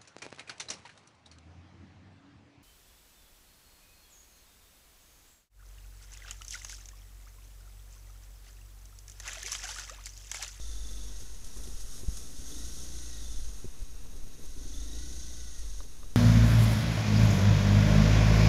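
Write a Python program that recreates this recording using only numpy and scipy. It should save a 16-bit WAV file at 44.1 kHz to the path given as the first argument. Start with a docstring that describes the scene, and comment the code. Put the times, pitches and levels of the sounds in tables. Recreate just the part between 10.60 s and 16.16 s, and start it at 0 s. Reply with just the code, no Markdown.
"""Trail motorcycle on a slushy track

A single-cylinder engine opens up and shuts down, heard from a microphone in a camera on the rider's helmet.
Each firing excites exhaust resonances and each gulp of air the airbox; sine tones make throb, drone and gears.
Shaped noise makes valve sizzle, tyre spray and wind; gust blows are drawn as pairs of opposite swings.
Knocks ring the mount and bumps swell a helmet hum, over faint circuit tones and a steady rush.
The camera housing then colours the treble."""
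import sys
import numpy as np
from scipy import signal
from scipy.fft import rfft, irfft
from scipy.io import wavfile
from scipy.ndimage import uniform_filter1d

SR = 44100
rng = np.random.default_rng(int(sys.argv[2]) if len(sys.argv) > 2 else 0)


def materialize(psi):
    """Save the field psi as 16-bit PCM at rate SR to the path in sys.argv[1].

    A 1-D psi becomes a single channel; in a 2-D psi each row is a channel.
    """
    bounded = np.clip(np.atleast_2d(psi).T, -1, 1)
    quanta = np.round(bounded * 32767).astype(np.int16)
    wavfile.write(sys.argv[1], SR, quanta)


N = 245195  # length in samples


def undb(db):
    """Decibels to gain."""
    return 10 ** (np.asarray(db) / 20)


def unit(x):
    """Scale to rms 1."""
    return x / np.sqrt(np.mean(x ** 2))


def noise():
    """Flat random noise, one value per sample."""
    return rng.standard_normal(N)


def curves(table):
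    """Columns of a time table, one value per sample."""
    s, *columns = np.transpose(table)
    return [np.interp(np.arange(N) / SR, s, column) for column in columns]


def band(x, hz, width):
    """Two-pole resonance, gain 1 at the centre."""
    return signal.lfilter(*signal.iirpeak(hz, hz / width, SR), x)


def colour(x, shape):
    """Give a flat sound a spectrum of (Hz, relative dB) points, at rms 1."""
    hz, db = np.transpose(shape)
    f = np.arange(N // 2 + 1) * SR / N + 1  # the extra 1 Hz avoids log(0)
    gain = undb(np.interp(np.log(f), np.log(hz), db, left=-80))
    return unit(irfft(rfft(x) * gain, N))


def walk(rate):
    """Random levels held 1 / rate s, then smoothed twice; rms 1."""
    k = int(SR / rate)
    steps = np.repeat(rng.standard_normal(N // k + 1), k)
    return unit(uniform_filter1d(uniform_filter1d(steps, k), k)[:N])


def grains(rate, spread_db):
    """Lone clicks at random moments (rate per second), a few much larger than the rest."""
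    return (rng.random(N) < rate / SR) * noise() * undb(spread_db * rng.exponential(size=N))


def add(out, s, x):
    """Mix x into out from time s."""
    i = max(int(s * SR), 0)
    out[i:i + len(x)] += x[:N - i]


def ring(modes):
    """Struck modes: a sum of sines, each dying away exponentially."""
    t = np.arange(SR // 8) / SR
    return sum(undb(db) * np.sin(2 * np.pi * hz * t) * undb(-60 * t / t60) for hz, db, t60 in modes)


# Thin electronic tones. Each row: pitch in Hz, width in Hz, level in dB.
CIRCUIT_TONES = [(3850, 150, -71), (6530, 30, -74), (9543, 14, -77), (12724, 12, -86)]
# Spectrum of the steady rush. Each row: frequency in Hz, relative level in dB per Hz.
RUSH_SHAPE = [(410, -5), (700, -4), (981, -2.5), (1260, -3), (2350, -3.5), (2600, -0.5), (3870, -15),
              (4500, -11), (6300, -6.5), (8500, -9), (9280, -3.5), (11300, -23), (13800, -10)]
RUSH_DB = -61


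def circuit():
    """Faint wavering tones, made of narrow-band noise, over a steady rush that never stops."""
    tones = sum(undb(db) * unit(band(noise(), hz, width)) for hz, width, db in CIRCUIT_TONES)
    return tones + undb(RUSH_DB + 0.56 * walk(7.2)) * colour(noise(), RUSH_SHAPE)


# Level of the deep wind. Each row: time in seconds, level in dB.
DEEP_WIND = [(0, -40.5), (.5, -51), (.7, -46), (1.3, -41.5), (1.55, -53), (1.9, -43), (2.6, -50),
             (2.8, -33), (3.0, -44.5), (3.35, -43), (3.7, -44.5), (4.0, -40), (4.3, -38), (4.6, -47),
             (5.2, -44.5), (5.56, -47)]
# Spectrum of the flutter. Each row: frequency in Hz, relative level in dB per Hz.
FLUTTER_SHAPE = [(30, -8), (50, -8), (75, -8), (120, -12), (200, -17), (270, -15), (340, -21), (470, -21),
                 (560, -28), (800, -33), (1500, -42)]
FLUTTER_DB, FLUTTER_THROTTLE_DB = -55.5, 3  # throttle shut, rise at full throttle


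def wind():
    """Slow pressure swings on the microphone port, with ragged flutter from eddies above them."""
    deep_shape = [(4, -22), (12, -4), (30, -9.5), (42, -15.5), (60, -13), (90, -51), (300, -106)]  # Hz, dB
    deep = colour(noise(), deep_shape)
    eddies = undb(2.2 * walk(30)) * noise() + .5 * unit(grains(200, spread_db=1.0))
    # eddies grow as the bike pulls forward
    flutter_db = FLUTTER_DB + FLUTTER_THROTTLE_DB * curves(THROTTLE)[0] + 0.98 * walk(8)
    deep_db = curves(DEEP_WIND)[0] + 2.0 * walk(9)
    return undb(deep_db) * deep + undb(flutter_db) * colour(eddies, FLUTTER_SHAPE)


# Pressure blows of gusts on the port. Each row: time of the first swing's peak in seconds, peak in dB,
# length scale in ms, direction of the first swing (+1 or -1), return swing as a share of the first.
GUST_BLOWS = [(0.619, -40, 19, 1, .6), (.83, -33.5, 40, 1, 0.3), (1.486, -18, 13.4, -1, 0.23),
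              (1.789, -34, 15.3, -1, 1), (2.726, -36, 13, -1, 0.87), (3.08, -32, 31, -1, 0.45),
              (3.21, -28.5, 25, -1, 1.2), (3.592, -28.5, 62, 1, 0.82), (3.791, -31, 66, 1, 0.59),
              (3.912, -30.5, 42, 1, 0.3), (4.012, -31.5, 27, 1, 0.15), (4.169, -36, 20, 1, 1.1),
              (5.397, -31.5, 40, 1, 0.69)]


def gusts():
    """Each gust is a sharp swing, then the diaphragm overshoots slowly the other way."""
    out = np.zeros(N)
    u = np.linspace(-3, 6, 900)  # 1.5 units last one length scale
    swing = np.exp(-np.abs(u / 0.32) ** 1.41)
    back = np.exp(-((u - 1.1) / 0.35) ** 2)
    for s, db, ms, sign, share in GUST_BLOWS:
        at = np.arange(-3, 6, 1500 / (ms * SR))
        blow = np.interp(at, u, swing - share * back)
        add(out, s - 3 * ms / 1500, np.sign(sign) * undb(db) * blow)
    return out


# Knocks of the camera mount. Each row: start in seconds, strike level in dB, brightness in dB.
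KNOCKS = [(.622, -43, -23), (0.964, -39.5, -14), (1.075, -37, -28), (1.433, -35.5, -24), (1.885, -63, -7.5),
          (2.346, -42.5, -29), (3.044, -30, -38), (3.967, -43, -29), (4.064, -42, -19), (5.2049, -41.5, 3),
          (5.4317, -43.5, 1)]
# Body and click modes of the mount. Each row: pitch in Hz, level in dB, 60 dB decay time in seconds.
MOUNT_LOW = [(88, -4.5, 0.24), (166, -9.5, 0.11), (249, -7, 0.061), (360, -7, 0.097)]
MOUNT_HIGH = [(576, -14, 0.051), (1040, -12.5, 0.033), (1193, -5, 0.027), (1396, -14, 0.016),
              (1800, -21, 0.02), (3800, -8, 0.014)]
RATTLE_S = 0.014  # the low modes ring freely this long before the loose part seats again


def mount():
    """Each jolt rings the mount; brighter ones are plastic parts clicking together."""
    out = np.zeros(N)
    high = ring(MOUNT_HIGH)
    seated = np.clip(np.arange(len(high)) / SR - RATTLE_S, 0, 1)
    damped = ring(MOUNT_LOW) * undb(-2500 * seated)  # loses a further 2500 dB per second once seated
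    # a padded contact: the push is spread over about a millisecond
    low = np.convolve(damped, np.hanning(60) / 30)[:len(high)]
    for s, db, bright_db in KNOCKS:
        bright = undb(bright_db)
        body = np.sqrt(1 - min(bright, .95) ** 2)
        add(out, s, -undb(db) * (body * low + bright * high))
    return out


# Bumps that set the helmet swaying. Each row: time of the peak in seconds, peak of the added swell in dB.
BUMPS = [(.6, -51.5), (1.0, -41.5), (1.5, -43), (2.88, -44), (3.55, -50), (5.15, -51)]
SWAY_HZ, SWAY_WIDTH = 47.3, 1.67  # pitch and width in Hz
SWAY_DB, SWAY_RISE_S, SWAY_FALL_S = -57, 0.033, 0.14  # constant hum, then swell times to 1/e


def helmet():
    """The helmet hums at its own pitch, as narrow-band noise swelling at each bump and dying away."""
    t = np.arange(N) / SR
    swell = np.zeros(N)
    for s, db in BUMPS:
        span = np.where(t < s, SWAY_RISE_S, SWAY_FALL_S)
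        swell += undb(db) * np.exp(-((t - s) / span) ** 2)
    return (undb(SWAY_DB) + swell) * unit(band(noise(), SWAY_HZ, SWAY_WIDTH))


# Spectrum of the spray. Each row: frequency in Hz, relative level in dB per Hz.
SPRAY_SHAPE = [(410, -8), (700, -12.5), (945, -20.5), (1360, -7.5), (1700, -17.5), (1950, -12.5),
               (2380, -20), (3550, -6), (4390, -8), (6460, 1.5), (7510, -5.5), (9880, -5), (13800, -23)]
# Continuous spray from the tyres. Each row: time in seconds, level in dB.
WET_TRACK = [(0, -56.5), (.5, -59.5), (.8, -56.5), (1.3, -51.5), (1.75, -54), (2.05, -51), (2.35, -53.5),
             (2.75, -56), (3.1, -62), (3.7, -65), (4.0, -60), (4.5, -66), (5.1, -59.5), (5.56, -61.5)]
# The wheels plough through deeper slush. Each row: time of the peak in seconds, peak in dB, length in seconds.
SPLASHES = [(.61, -57, 0.053), (0.954, -63, 0.068), (1.212, -57, 0.028), (1.392, -60, 0.055),
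            (1.573, -56.5, 0.17), (1.893, -54.5, 0.062), (2.716, -60, 0.032), (3.004, -65, 0.13)]
# Slaps of slush on the mudguard. Each row: start in seconds, peak in dB, 60 dB decay time in seconds.
SLAPS = [(0.844, -51, 0.081), (0.867, -50, 0.04), (0.97, -49, 0.06), (1.035, -52, 0.08),
         (1.074, -50, 0.026), (1.2062, -60, 0.07), (1.5714, -43.5, 0.039), (3.2212, -55, 0.044),
         (3.5628, -58, 0.072), (3.8526, -53, 0.058), (4.9896, -53, 0.06)]


def tyre_spray():
    """Fine drops, as noise and grains, swell in splashes and burst in slaps."""
    drops = noise() + .4 * unit(grains(3000, spread_db=2.0))
    t = np.arange(N) / SR
    burst = sum(undb(db) * np.exp(-(2 * (t - s) / length) ** 2) for s, db, length in SPLASHES)
    for s, db, t60 in SLAPS:
        add(burst, s, undb(db - 60 * t[:SR // 8] / t60))
    steady = undb(curves(WET_TRACK)[0] + 1.1 * walk(24.9))
    return (steady + burst) * colour(drops, SPRAY_SHAPE)


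# Spectrum of the valve gear. Each row: frequency in Hz, relative level in dB per Hz.
SIZZLE_SHAPE = [(410, -17), (700, -9.5), (793, -28), (1310, -22), (1520, -10), (1700, -22), (1970, -6.5),
                (2350, -22.5), (3590, -3.5), (5160, -6), (5560, -1), (6380, 4.5), (7600, -10), (9640, -6.5),
                (13800, -35)]


def valve_gear(puff, sizzle_db):
    """Sizzling noise that pulses a little with the engine cycle."""
    sizzle = colour((1 + 0.2 * puff) * noise(), SIZZLE_SHAPE)
    return undb(sizzle_db + 0.61 * walk(12)) * sizzle


# Main gear tones. Each row: tooth contacts per crank turn, relative level in dB.
GEAR_TONES = [(26, 2), (34.7, 4)]
# Covers that radiate the gears. Each row: pitch in Hz, nominal width in Hz, gain in dB.
CASING = [(1350, 210, -4.5), (1480, 153, 1.5), (1917, 130, 1.5), (3576, 118, 4.5), (3784, 260, 5)]
CHATTER_ORDER = 69.8  # contacts per crank turn of the fastest gear
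SLACK_THROTTLE = .3  # below this the teeth run increasingly unloaded and chatter less
SURGE = .045  # share by which the crank speeds up and slows within a cycle


def gears(cycles, hz, throttle, size, puff, whine_db, chatter_db):
    """Meshing teeth whine and chatter with the firing load, heard through the resonant covers."""
    surge = 2 * SURGE * np.cos(2 * np.pi * cycles)
    wobble = np.cumsum(0.00304 * walk(60) * hz) / SR
    shaft = 4 * np.pi * (cycles + wobble)
    tones = sum(undb(db) * np.sin(teeth * (shaft + 0.26 * surge)) for teeth, db in GEAR_TONES)
    whine = (0.55 + .5 * puff) * tones  # loaded hardest just after each firing
    # teeth slam half a cycle after each firing, more weakly at the firing itself, and never cleanly
    slam = np.sin(np.pi * cycles) ** 14 + .35 * np.cos(np.pi * cycles) ** 14
    load = size * slam * undb(2 * walk(700))
    chatter = unit(load * np.sin(CHATTER_ORDER * (shaft + surge)))
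    contact = np.clip(throttle / SLACK_THROTTLE, 0, 1)
    teeth = undb(whine_db) * whine + undb(chatter_db) * contact * chatter
    # two passes, each 1.24 times the nominal width
    return sum(undb(db) * band(band(teeth, f, 1.24 * w), f, 1.24 * w) for f, w, db in CASING)


# Intake drone. Each row: multiple of the firing rate, relative level in dB.
DRONE = [(4, -2), (5, 0), (6, -1), (7, 1), (9, -9), (10, -6), (11, -3), (12, -8), (13, -11)]
AIRBOX_HZ, AIRBOX_WIDTH = 274, 45  # pitch and first-pass width in Hz


def intake(cycles, drone_db, airbox_db):
    """A drone of firing-rate harmonics, and gulps of air that ring the airbox."""
    late = cycles + .5  # one crank turn after the firing
    drone = unit(sum(undb(db) * np.sin(2 * np.pi * k * late) for k, db in DRONE))
    gulps = np.diff(np.floor(late), prepend=0)
    rung = band(gulps, AIRBOX_HZ, AIRBOX_WIDTH)
    airbox = unit(band(rung, AIRBOX_HZ, 2 * AIRBOX_WIDTH))
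    return undb(drone_db) * drone + undb(airbox_db) * airbox


# Exhaust resonances. Each row: pitch in Hz, width in Hz, relative level in dB.
EXHAUST_MODES = [(28.7, 8.9, 12.5), (114, 270, -24), (176, 32, 6), (282.5, 30, -5), (470, 41, 3.5)]


def exhaust(firings):
    """Each firing thuds through the exhaust resonances, which alternate in polarity."""
    out = np.zeros(N)
    for k, (hz, width, db) in enumerate(EXHAUST_MODES):
        # wide resonances are turned down
        out += (-1) ** k * undb(db) * np.sqrt(100 / width) * band(firings, hz, width)
    return unit(out)


def crank_throb(cycles):
    """The unbalanced piston shakes the frame once a turn, a nearly pure tone."""
    return np.sqrt(2) * undb(0.15 * walk(19)) * np.sin(4 * np.pi * cycles)


# Engine speed. Each row: time in seconds, firing rate in Hz.
REVS = [(0, 26), (.46, 24.2), (.73, 20.5), (1.04, 18), (1.52, 18), (1.75, 20.2), (1.86, 22.5), (2.0, 27.5),
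        (2.1, 30), (2.22, 30.3), (2.38, 29), (2.51, 27.8), (2.74, 24.8), (2.91, 21.5), (3.05, 19.3),
        (3.5, 18.05), (3.95, 20), (4.1, 23.5), (4.2, 25.7), (4.43, 28.4), (4.58, 29.1), (4.75, 29),
        (4.92, 27.9), (5.03, 26.5), (5.16, 22.9), (5.31, 18.3), (5.56, 17.2)]
# Throttle opening. Each row: time in seconds, opening from 0 to 1.
THROTTLE = [(0, .4), (.5, .3), (.7, .1), (1.5, .15), (1.75, .7), (1.93, .95), (2.12, .5), (2.75, .45),
            (3.0, .05), (3.75, .15), (4.05, .9), (4.35, .9), (4.6, .5), (4.85, .04), (5.56, 0)]
# Part levels with the throttle shut; the frame and covers resonate near the middle.
# Each row: firing rate in Hz, then crank throb, gear whine, chatter, valve sizzle and intake drone, each in dB.
BY_SPEED = [(17, -51, -80, -89, -63.5, -63), (21.26, -89, -75.5, -76, -55.5, -83),
            (23.5, -44.5, -72, -59, -53, -77), (25.4, -41, -67, -64, -52.5, -75),
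            (27.2, -43, -68, -64, -51.5, -64.5), (28.8, -44.5, -70, -81, -50, -60),
            (29.7, -49, -73, -86, -50.5, -60.5)]
# Gain at full throttle, one row: throb, whine, chatter, sizzle, drone, exhaust and airbox, each in dB.
THROTTLE_GAIN = (1.2, 1.1, 4.3, 0.54, 4.8, 1.3, 24.3)
EXHAUST_DB, AIRBOX_DB = -65.5, -78.5  # throttle shut
THROB_LAG_S = 0.07  # the frame takes this long to follow the engine speed


def engine():
    """One firing every second crank turn drives the throb, exhaust, intake, gears and valve gear."""
    (hz,), (throttle,) = curves(REVS), curves(THROTTLE)
    speeds, *levels = np.transpose(BY_SPEED)
    shut_db = [np.interp(hz, speeds, db) for db in levels] + [EXHAUST_DB, AIRBOX_DB]
    n = np.arange(N)
    shut_db[0] = np.interp(n - THROB_LAG_S * SR, n, shut_db[0])
    part_db = [db + up_db * throttle for db, up_db in zip(shut_db, THROTTLE_GAIN)]
    throb_db, whine_db, chatter_db, sizzle_db, drone_db, exhaust_db, airbox_db = part_db

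    cycles = np.cumsum(hz) / SR + .12
    whole = np.floor(cycles).astype(int)
    size = undb(0.45 * rng.standard_normal(N // 500))[whole]  # every firing differs slightly
    firings = size * np.diff(whole, prepend=0)
    puff = unit(np.exp(-(cycles - whole) / 0.27))  # jumps at each firing, then decays

    motor = undb(throb_db) * crank_throb(cycles) + undb(exhaust_db) * exhaust(firings)
    motor += intake(cycles, drone_db, airbox_db)
    motor += gears(cycles, hz, throttle, size, puff, whine_db, chatter_db)
    return motor + valve_gear(puff, sizzle_db)


def scene():
    """All sources at the single microphone."""
    surroundings = circuit() + wind() + gusts() + mount() + helmet()
    return (surroundings + tyre_spray() + engine())[None]


# Cavities before the microphone. Each row: pitch in Hz, width in Hz, boost in dB (negative cuts).
HOUSING = [(2310, 410, -3.5), (5610, 66, 5), (6640, 170, 4), (7180, 1250, -2.5), (12140, 590, 6.5)]
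OFFSET = -.0152  # constant added ahead of the top cut, full scale = 1
TOP_HZ = 13990  # upper edge of the passband


def record(dry):
    """The housing colours the treble, the converter sits slightly below zero and the top is cut."""
    for hz, width, db in HOUSING:
        dry = dry + (undb(db) - 1) * band(dry, hz, width)
    top_cut = signal.ellip(12, .2, 75, TOP_HZ, fs=SR, output="sos")
    return signal.sosfilt(top_cut, dry + OFFSET)


dry = scene()
out = record(dry)
materialize(out)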